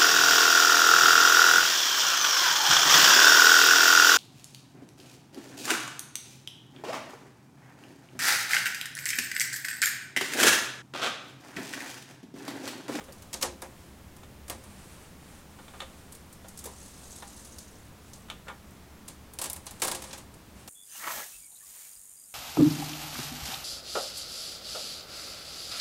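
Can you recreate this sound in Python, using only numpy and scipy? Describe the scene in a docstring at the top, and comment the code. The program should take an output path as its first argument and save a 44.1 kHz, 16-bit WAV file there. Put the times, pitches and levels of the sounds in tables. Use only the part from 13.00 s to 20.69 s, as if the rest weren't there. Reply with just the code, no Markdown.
"""Cling film crackles as it is drawn from a cardboard box over a bowl, cut and pulled free.
Each crease flips with a snap and shakes the tight sheet like a drum. A sliding cutter hisses
along its track and snags the film, the box takes a few knocks, and sleeves brush softly.
The snaps bounce off a table top and echo in a small room, over a low ventilation rumble."""
import sys
import numpy as np
from scipy import signal
from scipy.fft import rfft, irfft, next_fast_len
from scipy.io import wavfile
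from scipy.ndimage import map_coordinates

SR = 44100
rng = np.random.default_rng(int(sys.argv[2]) if len(sys.argv) > 2 else 0)


def wrap_up_sound(samples):
    """Save the sound to the file named by the first command line argument, as 16-bit audio."""
    columns = np.atleast_2d(samples).T
    # keep every value between -1 and 1, then stretch to whole-number steps
    tamed = np.clip(columns, -1, 1)
    steps = np.round(tamed * 32767).astype(np.int16)
    wavfile.write(sys.argv[1], SR, steps)


N = 339129
TIME = np.arange(N) / SR
SHORT = 16384  # samples in one short sound; AGE holds its times and HZ its frequencies
AGE = np.arange(SHORT) / SR
HZ = np.fft.rfftfreq(SHORT, 1 / SR)


def amp(db):
    """Turn decibels into a gain."""
    return 10 ** (np.asarray(db) / 20)


def unit(x):
    """Scale x to an average (rms) level of 1."""
    return x / np.sqrt(np.mean(x ** 2) + 1e-20)


def unit_start(x, seconds):
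    """Scale x so that its first moments have an rms level of 1."""
    return x / np.sqrt(np.mean(x[:int(seconds * SR)] ** 2))


def along(points, hz):
    """Read between the (frequency, value) rows of a table, on a log frequency scale."""
    freqs, values = np.transpose(points)
    return np.interp(np.log(hz + 1), np.log(freqs + 1), values)


def hump(hz, octaves):
    """A bell curve of height 1 around hz."""
    return np.exp(-.5 * (np.log2((HZ + 1) / hz) / octaves) ** 2)


def peaks(rings, lift_db=0):
    """The boost in dB around each frequency at which an object rings."""
    boost = sum(amp(db + lift_db) / (1 + (2 * (HZ - hz) / width) ** 2) for hz, width, db in rings)
    return 20 * np.log10(1 + boost)


def fade(t60, t=AGE):
    """A fade that falls by 60 dB in t60 seconds."""
    return np.exp(-np.log(1000) * t / t60)


def burst(t60):
    """A puff of dying noise with energy 1."""
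    noise = rng.standard_normal(SHORT) * fade(t60)
    return noise / np.linalg.norm(noise)


def wobble(rate):
    """A smooth curve through `rate` random values a second."""
    values = rng.standard_normal(int(N * rate / SR) + 4)
    return map_coordinates(values, [np.arange(N) * rate / SR])


def filtered(x, gain_at):
    """Give each frequency of a long sound its own gain."""
    size = next_fast_len(N + SR // 2)
    return irfft(rfft(x, size) * gain_at(np.fft.rfftfreq(size, 1 / SR)), size)[:N]


def coloured(x, db):
    """Shape the tone of a short sound with one dB value per frequency."""
    cepstrum = irfft(np.log(amp(db) + 1e-6))
    # fold it so the filter rings after a hit, not before
    cepstrum[1:SHORT // 2] *= 2
    cepstrum[SHORT // 2 + 1:] = 0
    return irfft(rfft(x) * np.exp(rfft(cepstrum)))


def add(track, t, x):
    """Mix x into the track from t seconds on."""
    start = max(round(t * SR), 0)
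    track[start:start + len(x)] += x[:max(N - start, 0)]


def stroke(moves, power):
    """Rubbing gets louder as each move speeds up and softer as it slows down."""
    energy = 0
    for t, rise, fall, db in moves:
        speed = np.interp(TIME, [t - rise, t, t + fall], [0, 1, 0])
        energy += amp(db) ** 2 * speed ** power
    return np.sqrt(energy)


# Tone of the moving air: f/Hz, level/dB
AIR_TONE = [(20, -8), (38, -17.5), (70, 0), (100, -7), (200, -8), (500, -17.5), (1030, -20.5),
            (1500, -23.5), (4400, -30.5), (7100, -31.5), (16000, -36)]
# Humming notes of the ventilation: f/Hz, level/dB
HUM_NOTES = [(70.0, -63.5), (199.2, -63.5)]

def ventilation(air_db=-50.5, hum_db=-2, waver_db=5.0, drift_radians=0.97):
    """Ventilation rumbles and hisses steadily, with two low, wavering notes."""
    air = unit(filtered(rng.standard_normal(N), lambda hz: amp(along(AIR_TONE, hz))))
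    hum = np.zeros(N)
    for hz, db in HUM_NOTES:
        loudness = amp(db + hum_db + waver_db * wobble(7.8))
        hum += loudness * np.sin(2 * np.pi * hz * TIME + drift_radians * wobble(14))
    return amp(air_db) * air + hum


# How long the room rings: f/Hz, time to fade by 60 dB/s
ROOM_FADE = [(200, 0.41), (1000, 0.2), (4000, 0.26), (9000, 0.23), (15000, 0.087)]

def room_echo(build_s=0.0018):
    """A fresh wash of echoes from the room, with energy 1; the highest tones die first."""
    hz, t, spectrum = signal.stft(rng.standard_normal(SHORT), SR, nperseg=256)
    spectrum *= fade(along(ROOM_FADE, hz)[:, None], t)
    echo = signal.istft(spectrum, SR)[1][:SHORT] * (1 - np.exp(-AGE / build_s))
    return echo / np.linalg.norm(echo)


# Tone of a sleeve and loose film being brushed: f/Hz, level/dB
SLEEVE_TONE = [(300, 2), (1000, 3.5), (2500, 1.5), (5000, -2.5), (7000, -1), (9000, 2), (11500, -5.5),
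               (15500, -19)]
# Arm moves: fastest at t/s, speeding up/s, slowing down/s, level/dB
ARM_MOVES = [(0.02, 0.1, 0.57, -63), (0.8, 0.27, 0.25, -65), (1.86, 0.4, 0.36, -56.5),
             (2.33, 0.18, 0.13, -58), (2.8, 0.44, 0.49, -59), (3.7, 0.84, 1.1, -62.5),
             (7.07, 0.49, 0.19, -53), (7.6, 0.061, 0.11, -57.5)]

def brushing(level_db=2, unsteady_db=1):
    """A sleeve and the loose film swish softly as the arms move."""
    cloth = unit(filtered(rng.standard_normal(N), lambda hz: amp(along(SLEEVE_TONE, hz))))
    return stroke(ARM_MOVES, power=1.4) * amp(level_db + unsteady_db * wobble(25)) * cloth


# Tone of the rubbing blade: f/Hz, level/dB
BLADE_TONE = [(300, 2), (1000, -1), (2300, -12), (3700, 0.5), (4900, 0), (6000, 1.5), (9000, -0.5),
              (10000, -1), (11500, -2), (15500, -19)]
# A long push of the cutter, then a nudge: fastest at t/s, speeding up/s, slowing down/s, level/dB
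CUTTER_PUSHES = [(4.12, 0.72, 0.84, -52), (5.16, 0.2, 0.1, -60)]

def cutter_slide(level_db=2, slips_per_s=150, slip_db=3, ring_db=11, lowest_hz=6000, range_hz=3700):
    """The blade parts the film in tiny slips, each with its own pitch, over a smooth rub."""
    first, last = CUTTER_PUSHES[0], CUTTER_PUSHES[-1]
    start, end = first[0] - first[1], last[0] + last[2]
    moving = slice(int(start * SR), int(end * SR))
    slips = np.zeros(N)
    for when, pitch, chance in rng.random((int(slips_per_s * (end - start)), 3)):
        slip = coloured(burst(t60=0.032), ring_db * hump(lowest_hz + range_hz * pitch, octaves=0.2))
        size_db = 3 * min(-np.log(chance), 3)  # many small slips, a few big ones
        add(slips, start + when * (end - start), amp(size_db) * slip)
    slips = signal.fftconvolve(slips, signal.unit_impulse(SHORT) + 0.66 * room_echo())[:N]
    rub = rng.standard_normal(N) + amp(slip_db) * slips / np.std(slips[moving])
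    hiss = filtered(rub, lambda hz: amp(along(BLADE_TONE, hz)))
    return amp(level_db) * stroke(CUTTER_PUSHES, power=1.76) * hiss / np.std(hiss[moving])


# Overall tone of the cardboard box: f/Hz, level/dB
BOX_TONE = [(120, -25), (400, -2), (900, 2), (1500, 0), (2200, -6.5), (3800, -3), (5000, -14), (7000, -7.5),
            (10000, -14), (15000, -30)]
# Where the box rings: f/Hz, width/Hz, level/dB
BOX_RINGS = [(530, 21, 5.5), (800, 11, 7), (1209, 17, 3.5), (1412, 22, 3), (1815, 36, 4), (2235, 99, -0.5),
             (2410, 32, -9), (3060, 190, -6), (3550, 81, 1), (3570, 36, -23)]
# Knocks on the box, and two low ringing thuds of the stretched film:
# t/s, level/dB, ring f/Hz, ring boost/dB, swell time/s
KNOCKS_AND_THUDS = [(0.004, -41, 440, 17, 0.0028), (0.082, -39.5, 516, 16, 0.0047),
                    (1.231, -44, 1190, 4, 0.0008), (2.586, -41.5, 920, 7, 0.0036),
                    (2.68, -43, 3600, 5, 0.0035), (2.734, -41, 850, 2, 0.009),
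                    (2.8027, -29.5, 3700, 12, 0.0016), (2.815, -33, 1500, 0.5, 0.005),
                    (3.442, -42, 610, 14, 0.0042), (3.655, -39.5, 435, 33, 0.0044),
                    (3.668, -39, 950, 34, 0.0037), (4.223, -35, 960, 7, 0.00044),
                    (5.283, -44.5, 1300, 4, 0.0039), (5.2998, -30, 2950, 11, 0.00048),
                    (5.308, -38, 800, 2, 0.0043), (5.467, -41.5, 1300, 8, 0.015),
                    (5.481, -32, 1800, 6.5, 0.003), (5.494, -33.5, 1000, 4.5, 0.011)]

def knocks_and_thuds(level_db=-8, room_db=-8, panel_hz=950, panel_t60=0.082, hard_s=0.00048):
    """Box knocks and film thuds ring briefly: a hard one ticks, a soft one swells and sounds dull."""
    out = np.zeros(N)
    box_db = along(BOX_TONE, HZ) + peaks(BOX_RINGS, lift_db=2)
    for t, db, hz, ring_db, swell_s in KNOCKS_AND_THUDS:
        t60 = panel_t60 * min(panel_hz / hz, 1) ** 0.83  # high rings die sooner
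        hit = burst(t60) * (1 - np.exp(-AGE / swell_s))
        hit = hit / np.linalg.norm(hit) + amp(room_db) * room_echo()
        dull_db = -1500 * swell_s / (1 + (3300 / (HZ + 1)) ** 4)  # turns down the treble
        ringing = coloured(hit, box_db + dull_db + ring_db * hump(hz, octaves=0.35))
        tick = 0.69 * np.exp(-(swell_s / hard_s) ** 2) * crack(0, crisp=0.43)
        add(out, t, amp(db + level_db) * unit_start(ringing, 0.014))
        add(out, t + swell_s, amp(db + level_db) * tick)
    return out


# Overall tone of the shaken sheet: f/Hz, level/dB
SHEET_TONE = [(80, -12), (200, -6), (280, -2), (420, -2.5), (600, -0.5), (880, 1), (1200, -3),
              (1600, -11.5), (2400, -12), (5000, -55)]
# Where the sheet rings on its box: f/Hz, width/Hz, level/dB
SHEET_RINGS = [(356, 18.5, -2), (529, 16, 1), (808, 9.1, -9), (1024, 50, -16), (1177, 10, -35),
               (1640, 60, -3), (1840, 39, -3)]

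def sheet_drum(bass_db, t60=0.031, swell_s=0.0041, room_db=-1, bass_hz=600):
    """The stretched sheet and its box sound like a slack drum."""
    thump = burst(t60) * (1 - np.exp(-AGE / swell_s)) + amp(room_db) * room_echo()
    low_end_db = bass_db / (1 + (HZ / bass_hz) ** 4)
    tone_db = along(SHEET_TONE, HZ) + low_end_db + peaks(SHEET_RINGS, lift_db=7)
    return unit_start(coloured(thump, tone_db), 0.033)


# Tone of a cracking crease: f/Hz, level/dB
CRACK_TONE = [(200, -34), (900, -18), (2200, 1), (4000, 2.5), (7000, 0), (9500, -1.5), (12000, -5),
              (15500, -12.5)]
# The narrow ring of the cutter's rail: f/Hz, width/Hz, level/dB
RAIL_RING = [(3380, 8.1, 1)]

def crack(colour_db, crisp, swell_s=0.0022, spike_db=3, table_db=-5, room_db=-2):
    """A crisp crease flips with a spike, a slack one with a flutter; table and room echo it."""
    spike = amp(spike_db) * (signal.unit_impulse(SHORT) + burst(t60=0.0092))
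    flutter = 1.93 * burst(t60=0.028) * (1 - np.exp(-AGE / swell_s))
    direct = crisp * spike + (1 - 0.49 * crisp) * flutter
    table_bounce = np.roll(direct, int(SR * rng.uniform(.003, .0043)))
    heard = direct + amp(table_db) * table_bounce + amp(room_db) * room_echo()
    tone_db = along(CRACK_TONE, HZ) + colour_db + peaks(RAIL_RING)
    return unit_start(coloured(heard, tone_db), 0.0085)


# The film as it is drawn, cut and freed: t/s, drum level/dB, drum bass/dB, crack f/Hz
FILM_STATES = [(0.34, -11, -2.5, 6700), (0.43, -6.5, -3, 6700), (0.62, -1.5, -6, 7000),
               (1.5, -5.5, -1, 8250), (3.65, -10, 2, 7450), (5.2, -19, -7, 7000), (6.4, -11.5, -6.5, 8900),
               (6.85, -9, -4.5, 8400), (7.1, -8, -6.5, 7600)]

def crease(t, bright_db, crisp, loose_db, drum_db=-1, pivot_hz=8500, thin_hz=3000, usual_db=-7):
    """One crease cracks and shakes the sheet; a looser one drums less and sounds thinner."""
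    times, *columns = np.transpose(FILM_STATES)
    tight_db, bass_db, crack_hz = (np.interp(t, times, column) for column in columns)
    sheet_db = tight_db + loose_db
    tilt_db = bright_db * np.tanh(2 * np.log2((HZ + 1) / pivot_hz))
    pitch_db = 4 * hump(crack_hz, octaves=0.28)
    thin_db = 0.86 * min(sheet_db - usual_db, 0) / (1 + (HZ / thin_hz) ** 6)
    return crack(tilt_db + pitch_db + thin_db, crisp) + amp(sheet_db + drum_db) * sheet_drum(bass_db)


# The hands shifting their grip: start t/s, length/s, level/dB
GRIP_SHIFTS = [(0.01, 0.28, -50.5), (1.114, 0.06, -54.5), (1.548, 0.12, -54.5), (5.685, 0.03, -54),
               (7.318, 0.033, -55)]

def finger_ticks(ticks_per_s=16, spread_db=3.5):
    """Small creases flip at uneven moments under the fingers."""
    out = np.zeros(N)
    for start, length, db in GRIP_SHIFTS:
        count = max(round(length * ticks_per_s), 1)
        for k in range(count):
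            t = start + length * (k + rng.random()) / count
            gain = amp(db + spread_db * rng.standard_normal())
            add(out, t, gain * crease(t, bright_db=4, crisp=0.47, loose_db=-2))
    return out


# The cutter catching in the film: t/s, level/dB
SNAGS = [(3.123, -45.5), (3.15, -48), (3.327, -50), (3.484, -46.5), (3.575, -44), (3.59, -42),
         (4.451, -49.5), (4.585, -42.5), (5.134, -46)]

def cutter_snags(first_bright_db=6, duller_db_per_s=4):
    """The blade snags film that the rail holds still: thin ticks, duller as the cutter moves away."""
    out = np.zeros(N)
    for t, db in SNAGS:
        bright_db = first_bright_db - duller_db_per_s * (t - SNAGS[0][0])
        add(out, t, amp(db) * crease(t, bright_db, crisp=0.34, loose_db=-18))
    return out


# Creases snapping in the film: t/s, level/dB, brightness/dB, crispness from 0 to 1
FILM_SNAPS = [(0.33, -36, 2, 0.2), (0.3412, -33, 0, 0.72), (0.412, -37.5, 2, 0.16), (0.4238, -28, 3, 0.16),
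              (0.4279, -27, 0.5, 0.68), (0.438, -36.5, 4, 0.8), (0.62, -40, 4.5, 0.4),
              (1.48, -45.5, 3, 0.1), (1.4989, -33.5, 3.5, 0.62), (3.641, -41, 8, 0.3), (3.657, -39, 6, 0.3),
              (6.079, -45.5, 2, 0.1), (6.083, -41, 3, 0.56), (6.3366, -46, 7.5, 0.6),
              (6.388, -33.5, 1, 0.4), (6.415, -30.5, 3.5, 0.2), (6.4409, -32.5, 2.5, 0.46),
              (6.457, -36, 2, 0.3), (6.4996, -32.5, 5.5, 0.85), (6.532, -33.5, 8, 0.91),
              (6.561, -42, 6, 0.15), (6.658, -49, 9, 0), (6.667, -39, -2, 0.65), (6.71, -43.5, 5, 0.5),
              (6.799, -46.5, 2, 0.5), (6.8193, -25, 0.5, 0.3), (6.833, -29.5, 2.5, 0.6),
              (6.848, -31, 5, 0.4), (6.873, -34, 4, 0.5), (6.8809, -29.5, 3, 0.44), (6.915, -30, 1.5, 0.4),
              (6.9497, -35, 1.5, 0.43), (7.0196, -41, 1, 0.1), (7.04, -42.5, 1.5, 0.4),
              (7.108, -46.5, -19, 0.1), (7.13, -39, -2.5, 0.25), (7.178, -45.5, 3.5, 0.15),
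              (7.6768, -43, 3.5, 0.3)]

def film_snaps(free_db=-17):
    """The loud snaps; the crispest creases flip free of the tight sheet and hardly shake it."""
    out = np.zeros(N)
    for t, db, bright_db, crisp in FILM_SNAPS:
        add(out, t, amp(db) * crease(t, bright_db, crisp, loose_db=free_db * crisp ** 6))
    return out


def film_crinkle(count=4, wait_s=0.018, level_db=-17, spread_db=3):
    """Each snap sets off a few tiny creases nearby, just after it."""
    clicks = np.zeros(N)
    for t, db, *_ in FILM_SNAPS:
        waits = wait_s * rng.uniform(.2, 2, count)
        gains = amp(db + level_db + spread_db * rng.standard_normal(count))
        signs = rng.choice([-1, 1], count)
        for wait, click in zip(waits, signs * gains):
            add(clicks, t + wait, np.array([click]))
    tick = coloured(signal.unit_impulse(SHORT) + .5 * room_echo(), along(CRACK_TONE, HZ))
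    return signal.fftconvolve(clicks, unit_start(tick, 0.0029))[:N]


def scene():
    """Film, cutter, box, sleeves and ventilation, mixed into one channel."""
    film = film_snaps() + film_crinkle() + finger_ticks() + cutter_snags()
    return (film + knocks_and_thuds() + cutter_slide() + brushing() + ventilation())[None]


def record(dry, top_hz=15900):
    """Cut away the very highest treble, above top_hz."""
    return filtered(dry[0], lambda hz: hz < top_hz)[None]


dry = scene()
out = record(dry)
wrap_up_sound(out)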